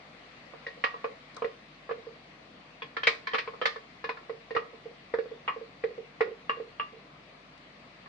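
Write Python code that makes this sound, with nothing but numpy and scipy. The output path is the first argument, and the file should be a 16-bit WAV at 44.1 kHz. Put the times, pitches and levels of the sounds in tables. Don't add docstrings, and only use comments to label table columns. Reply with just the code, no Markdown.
import sys
import numpy as np
from scipy import signal
from scipy.fft import rfft, irfft
from scipy.io import wavfile
from scipy.ndimage import uniform_filter1d

SR = 44100
rng = np.random.default_rng(int(sys.argv[2]) if len(sys.argv) > 2 else 0)


def log_audio(samples):
    frames = np.atleast_2d(samples).T
    limited = np.clip(frames, -1, 1)
    pcm = np.round(limited * 32767).astype(np.int16)
    wavfile.write(sys.argv[1], SR, pcm)


N = 356627

def gain_of(db):
    return 10 ** (np.asarray(db) / 20)

def at_hz(curve, hz):
    f, value = np.transpose(curve)
    return np.interp(np.log(hz + 1), np.log(f + 1), value)

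def at_time(curve, s):
    return np.interp(s, *np.transpose(curve))

def add(mix, s, sound):
    part = mix[:, round(s * SR):][:, :sound.shape[1]]
    part += sound[:, :part.shape[1]]

def coloured(x, spectrum):
    size = x.shape[-1]
    return irfft(rfft(x) * gain_of(at_hz(spectrum, np.fft.rfftfreq(size, 1 / SR))), size)

def topped(x, db):
    return gain_of(db) * x / np.sqrt(uniform_filter1d((x ** 2).mean(0), size=176).max() + 1e-20)

def burst(t, spectrum, decay_s, shared):
    noise = rng.standard_normal((3, len(t)))
    envelope = np.exp(-(t / decay_s) ** 1.09) * (1 - np.exp(-(t / 0.0017) ** 2))
    return coloured(noise[:2] + shared * noise[2], spectrum) * envelope

# frequency in Hz, relative level in dB.
SIMMER_SPECTRUM = [(35, -36.5), (60, -11), (76, -19.5), (149, -0.5), (297, -3), (346, -8), (705, -3.5),
                   (895, -10), (1130, -5), (1500, -11.5), (2000, -6.5), (2450, -8.5), (3050, -13),
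                   (4500, -15.5), (5200, -23), (10500, -45.5), (13700, -69.5), (22000, -120)]
# time in seconds, gain in dB.
SIMMER_SWELL = [(0.0, 1.5), (0.85, 2), (1.93, 0), (3.2, -0.5), (3.42, 1), (3.78, 0), (7.18, -1), (8.09, 0)]
# frequency in Hz, left-right correlation.
SIMMER_LIKENESS = [(60, 0.67), (140, 0.96), (330, 0.9), (780, 0.16), (1830, -0.047), (4290, -0.083),
                   (10100, -0.18)]
# frequency in Hz, left minus right in dB.
SIMMER_LEAN = [(60, 8.5), (140, 0.5), (330, 1.2), (780, 1), (1830, 5.1), (4290, 2.9), (10100, 2.7)]

def simmer(level_db=-55):
    frames, hz = N // 256 + 5, np.fft.rfftfreq(1024, 1 / SR)
    a, b, c, d, patches = rng.standard_normal((frames, 513, 5)).T
    left, unrelated = a + 1j * b, c + 1j * d
    patches = uniform_filter1d(uniform_filter1d(patches, size=10, axis=0), size=12, axis=1)
    patches /= np.sqrt(np.mean(patches ** 2))
    swell_db = at_time(SIMMER_SWELL, np.arange(frames) * 256 / SR)
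    likeness = at_hz(SIMMER_LIKENESS, hz)[:, None]
    spectra = np.array([left, likeness * left + np.sqrt(1 - likeness ** 2) * unrelated])
    hiss_share = np.clip(hz / 1500, 0, 1)[:, None]
    spectra *= gain_of(at_hz(SIMMER_SPECTRUM, hz)[:, None] + 1.3 * patches + hiss_share * swell_db)
    spectra *= gain_of(np.array([.5, -.5])[:, None, None] * at_hz(SIMMER_LEAN, hz)[:, None])
    sound = signal.istft(spectra, nperseg=1024, noverlap=768)[1][:, :N]
    return gain_of(level_db) * sound / np.sqrt(np.mean(sound.mean(0) ** 2))

# harmonic number, rms level in dB about which it wavers.
HUM_HARMONICS = [(1, -73), (3, -70), (4, -76), (5, -76), (6, -77), (10, -77), (12, -80), (14, -80)]

def fridge(hum_hz=49.3):
    t = np.arange(N) / SR
    hum = np.zeros(N)
    for harmonic, db in HUM_HARMONICS:
        hz = harmonic * hum_hz
        waver_db = .012 * hz * np.interp(t, np.linspace(0, t[-1], 90), rng.uniform(-1, 1, 90))
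        hum += np.sqrt(2) * gain_of(db + waver_db) * np.sin(2 * np.pi * (hz * t + rng.random()))
    return hum

# frequency in Hz, t60 in seconds, left gain, right gain.
HOLLOW_MODES = [(388, 0.28, 0.078, 0.041), (432.4, 0.17, -0.14, -0.32), (457.3, 0.36, 0.056, 0.2),
                (462.3, 0.11, 0.4, 0.92), (486, 0.39, 0.15, 0.036), (517.7, 0.15, 0.21, -0.42),
                (554.2, 0.17, -0.24, -0.016)]
# time in seconds, pitch in Hz that weights the modes.
HOLLOW_PITCH = [(0.5, 489), (1.5, 457), (3.0, 464.6), (3.6, 467), (4.2, 451), (5.5, 455.5), (7.0, 439)]

def boom(t, s):
    hz, t60, *sides = (c[:, None] for c in np.transpose(HOLLOW_MODES))
    share, slip = rng.standard_normal((2, len(HOLLOW_MODES), 1))
    tilt_db = 1.35 * np.log2(hz / 457) * (at_time(HOLLOW_PITCH, s) - 457)
    waves = gain_of(tilt_db + 1.5 * share - 60 * t / t60) * np.sin(2 * np.pi * hz * t + .3 * slip)
    return np.sum(sides * waves, axis=1) * (1 - np.exp(-(t / 0.0012) ** 2))

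# frequency in Hz, relative level in dB, t60 in seconds,
# left minus right in dB, lead of the left side in radians.
BELLY_MODES = [(1020, 0, .1, 2, .5), (1070, 0, .13, 2, 1), (1125, 0, .12, 1, -1), (1168, 0, .21, -2, 2),
               (1210, -1, .1, 0, 2), (1280, -2, .1, 1, -1), (1360, -3, .09, 1, 2)]
WALL_MODES = [(1522, 0, .1, 0, 1), (1670, 0, .08, 0, -2), (1720, 0, .16, 0, -1), (1775, 0, .14, 0, -2),
              (1850, 0, .12, 0, 1), (1900, 0, .16, 2, -1), (1940, 0, .14, -1, .4), (2105, 0, .11, 0, 2),
              (2278, 0, .12, 0, .3), (2480, 0, .12, 0, -2)]
RIM_MODES = [(2785, 0, .21, 0, 2), (2830, -2, .12, 1, .6), (3070, -3, .1, 0, -1), (3160, -3, .1, 0, 2),
             (3360, -1, .13, 1, -2)]
# time in seconds, pitch in Hz.
RIM_PITCH = [(2.6, 2800), (2.8, 3340), (3.05, 3150), (3.65, 3180), (3.9, 2770)]

def glass(t, s, belly_db, belly_hz, wall_db, wall_hz, rim_db, loss_db_per_s):
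    damping = gain_of(-loss_db_per_s * t)
    belly = damping * ring(BELLY_MODES, t, belly_hz, db_per_octave=230, rise_s=0.00048)
    wall = damping * ring(WALL_MODES, t, wall_hz, db_per_octave=240, rise_s=0.00071)
    rim = damping * ring(RIM_MODES, t, at_time(RIM_PITCH, s), db_per_octave=140, rise_s=0.00044)
    return topped(belly, belly_db) + topped(wall, wall_db) + topped(rim, rim_db)

def ring(modes, t, struck_hz, db_per_octave, rise_s):
    hz, db, t60, pan_db, lead = (c[:, None] for c in np.transpose(modes))
    share, start, slip = rng.standard_normal((3, len(modes), 1))
    db = db - np.minimum(db_per_octave * abs(np.log2(hz / struck_hz)), 17) + 2 * share
    fade = gain_of(db - 60 * t / t60) * (1 - np.exp(-(t / rise_s) ** 2))
    phase = 2 * np.pi * hz * t + start
    lead = lead + 0.85 * slip
    sides = [gain_of(side * pan_db) * fade * np.sin(phase + side * lead) for side in (.5, -.5)]
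    return np.sum(sides, axis=1)

# frequency in Hz, relative level in dB.
CLACK_SPECTRUM = [(600, -36), (900, 4.5), (1300, 8.5), (1600, 4), (2500, 13), (3300, 6.5), (4200, -56)]

def clack(t, belly_db, wall_db, rim_db, wood_db):
    tint = [(1150, belly_db), (2000, wall_db), (3000, rim_db)]
    corners_hz = sorted(hz for hz, _ in [*CLACK_SPECTRUM, *tint])
    spectrum = [(hz, at_hz(CLACK_SPECTRUM, hz) + at_hz(tint, hz)) for hz in corners_hz]
    glass_db = 10 * np.log10(np.mean(gain_of([belly_db, wall_db, rim_db]) ** 2))
    return topped(burst(t, spectrum, decay_s=0.014, shared=.7), glass_db + wood_db)

# frequency in Hz, relative level in dB.
CRACK_SPECTRUM = [(2800, -18.5), (3500, 3.5), (4200, 1), (5000, -3.5), (6200, -19), (7200, -64)]
SHEEN_SPECTRUM = [(5800, -28.5), (6600, 5), (7500, -5.5), (9000, -12), (10500, -34.5)]
# time in seconds, crack over the blow's wall level in dB.
HARDNESS = [(0.5, -15.5), (2.0, -20), (3.0, -13.5), (3.7, -13), (4.05, -14), (4.3, -14), (5.2, -22.5),
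            (7.0, -22.5)]

def crack(t, s, wall_db):
    crack_db = wall_db + at_time(HARDNESS, s)
    sheen_db = crack_db - 22 + 0.6 * (crack_db + 30.5)
    body = topped(burst(t, CRACK_SPECTRUM, decay_s=0.019, shared=0.47), crack_db)
    return body + topped(burst(t, SHEEN_SPECTRUM, decay_s=0.013, shared=0.38), sheen_db)

# frequency in Hz, relative level in dB.
THUMP_SPECTRUM = [(100, -35.5), (160, -1), (300, 10), (600, 18.5), (850, 15), (1200, -42.5)]

def thump(t, boom_db, belly_db, wood_db):
    level_db = (boom_db + belly_db) / 2 - 9 + 0.29 * wood_db
    return topped(burst(t, THUMP_SPECTRUM, decay_s=0.0065, shared=11.0), level_db)

# start in seconds, boom in dB, belly in dB, its pitch in Hz, wall in dB,
# its pitch in Hz, rim in dB, wood over ring in dB. Glass levels are before the blend with the wood.
KNOCKS = [(0.5343, -44.5, -42, 980, -69.5, 1500, -72, 14), (0.6657, -39, -43, 1100, -32.5, 1880, -51, -17),
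          (0.8385, -36.5, -20, 1147, -21.5, 1913, -31, 2.5), (0.9412, -44, -35, 1124, -51, 1900, -60, -12),
          (1.042, -28, -28.5, 1144, -37.5, 2550, -48, 2.5), (1.3668, -48.5, -37, 980, -63, 1860, -72, 10),
          (1.4199, -28, -29.5, 1110, -44.5, 2310, -49, 4), (1.4435, -25, -34, 1100, -34, 2000, -46, -1),
          (1.8918, -35.5, -35, 1134, -42, 1670, -68, -5), (1.9088, -27.5, -34, 1150, -37.5, 1720, -50, 3.5),
          (2.8197, -41.5, -36.5, 1066, -36, 2050, -38, 0.5),
          (2.9666, -40, -29.5, 1360, -28.5, 1773, -40, -0.5),
          (3.033, -44.5, -32, 1350, -26.5, 1707, -31, -1), (3.0692, -27, -22, 1190, -12.5, 2320, -23, 7),
          (3.0822, -55, -30.5, 1045, -36, 2170, -37, -4), (3.27, -48, -34, 1054, -28, 1768, -44, -5),
          (3.3157, -64, -47, 1000, -42, 1850, -60, -8), (3.3338, -29.5, -30, 1173, -30, 1970, -33, -1),
          (3.3432, -37, -22, 1152, -24.5, 1730, -33, 4.5), (3.3825, -41, -30, 1120, -24, 2430, -33, 8.5),
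          (3.475, -35, -32, 1090, -42.5, 2230, -49.5, 1), (3.5349, -46.5, -41, 1160, -57, 2150, -71, 3),
          (3.6142, -29.5, -30, 1290, -33.5, 1800, -35, -4.5), (3.6222, -30, -34, 1190, -36, 1740, -41, -10),
          (3.6547, -33, -22, 1216, -17.5, 1795, -29, 3), (3.759, -39.5, -39, 1115, -42, 1760, -67, -7),
          (4.041, -36.5, -33.5, 1090, -33.5, 1682, -46, -7), (4.091, -35, -25.5, 1020, -32, 2555, -45, 2.5),
          (4.1702, -59, -43, 1360, -46.5, 1700, -60, -5), (4.2944, -31, -39.5, 1085, -44.5, 1940, -60, 0.5),
          (4.5064, -33, -41, 1014, -39, 1850, -51, -4), (4.5495, -28, -38, 1360, -31, 1880, -53, -4),
          (4.5642, -26, -21.5, 1248, -29.5, 1956, -36, -0.5), (5.1378, -24, -29, 1220, -30, 1720, -69, 5),
          (5.1859, -24, -42, 1116, -36, 1670, -55, -3), (5.4779, -41, -22.5, 1146, -30.5, 1955, -33, -0.5),
          (5.4877, -44, -28, 1058, -43, 2090, -45, -4), (5.8374, -22.5, -41, 1110, -33, 1980, -52.5, 2),
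          (6.2065, -19, -24.5, 1140, -23, 1913, -41, 2), (6.4942, -37, -22, 1142, -27.5, 1636, -31.5, -4),
          (6.7967, -44.5, -24.5, 1164, -35, 1633, -33, -2.5), (8.059, -65, -48, 1130, -51, 1640, -75, -3)]
# start in seconds, boom in dB.
REBOUNDS = [(0.7707, -48.5), (1.1109, -43.5), (1.9801, -43.5), (2.0669, -37.5), (4.365, -50), (4.7318, -45),
            (4.8555, -36.5), (4.9092, -49.5), (5.257, -37.5), (5.3133, -35.5), (5.561, -35.5),
            (5.6113, -38.5), (5.9066, -39), (5.9781, -34.5), (6.2732, -33.5), (6.3127, -36.5),
            (6.5701, -40), (6.5997, -32), (6.6712, -50), (6.9286, -48.5), (6.9624, -47.5)]

def spoon_in_jar():
    booms, strikes = np.zeros((2, 2, N))
    t = np.arange(9000) / SR
    soft = [(s, db, db - 21.5, 1139, db - 25, 2000, db - 30.5, -5.5) for s, db in REBOUNDS]
    for s, boom_db, belly_db, belly_hz, wall_db, wall_hz, rim_db, wood_db in KNOCKS + soft:
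        loss_db_per_s = max(13 * (boom_db - belly_db + 11.5) + 8.6 * wood_db, 0)
        ringing = glass(t, s, belly_db, belly_hz, wall_db, wall_hz, rim_db, loss_db_per_s)
        wood = clack(t, belly_db, wall_db, rim_db, wood_db)
        blend = (ringing + wood) / np.sqrt(1 + gain_of(2 * wood_db))
        add(strikes, s, blend + crack(t, s, wall_db) + thump(t, boom_db, belly_db, wood_db))
        add(booms, s, topped(boom(t, s), boom_db))
    return booms, strikes

# frequency in Hz, t60 in seconds.
KITCHEN_T60 = [(300, 0.9), (1000, 0.32), (3000, 0.25), (8000, 0.36)]
# frequency in Hz, gain in dB.
TILE_RETURN = [(300, -21), (700, -8.5), (1000, -10), (4000, -8)]

def tile_echo(sound):
    taps = np.zeros((2, SR // 2))
    slots = np.arange(200, SR // 2 - 20, 20)
    arrivals = slots + rng.integers(0, 20, (2, len(slots)))
    np.put_along_axis(taps, arrivals, rng.choice([-1., 1.], arrivals.shape), 1)
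    hz, t, bands = signal.stft(taps, SR, nperseg=256)
    decay = gain_of(-60 * t / at_hz(KITCHEN_T60, hz)[:, None])
    tail = signal.istft(bands * decay, SR, nperseg=256)[1]
    echo = signal.fftconvolve(sound, tail / np.linalg.norm(tail[0]), axes=1)
    return coloured(echo[:, :N + N % 2], TILE_RETURN)[:, :N]

# start in seconds, level in dB.
SPITS = [(1.3445, -54), (1.3648, -46.5), (7.576, -61)]
# frequency in Hz, relative level in dB.
SPIT_SPECTRUM = [(2000, -22), (4000, 25), (7000, 6), (9500, 1), (11000, -20)]

def pan_spits():
    spits, t = np.zeros((2, N)), np.arange(1000) / SR
    for s, db in SPITS:
        add(spits, s, topped(burst(t, SPIT_SPECTRUM, decay_s=0.0041, shared=0.19), db))
    return spits

def scene():
    booms, strikes = spoon_in_jar()
    sharp_sounds = strikes + pan_spits()
    return booms + sharp_sounds + tile_echo(sharp_sounds) + simmer() + fridge()

def record(dry, low_hz=42, high_hz=10700):
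    bass_cut = signal.butter(6, low_hz, "high", fs=SR, output="sos")
    band_limit = signal.firwin(511, high_hz, window=("kaiser", 9), fs=SR)
    return signal.oaconvolve(signal.sosfilt(bass_cut, dry), band_limit[None], "same")

dry = scene()
out = record(dry)
log_audio(out)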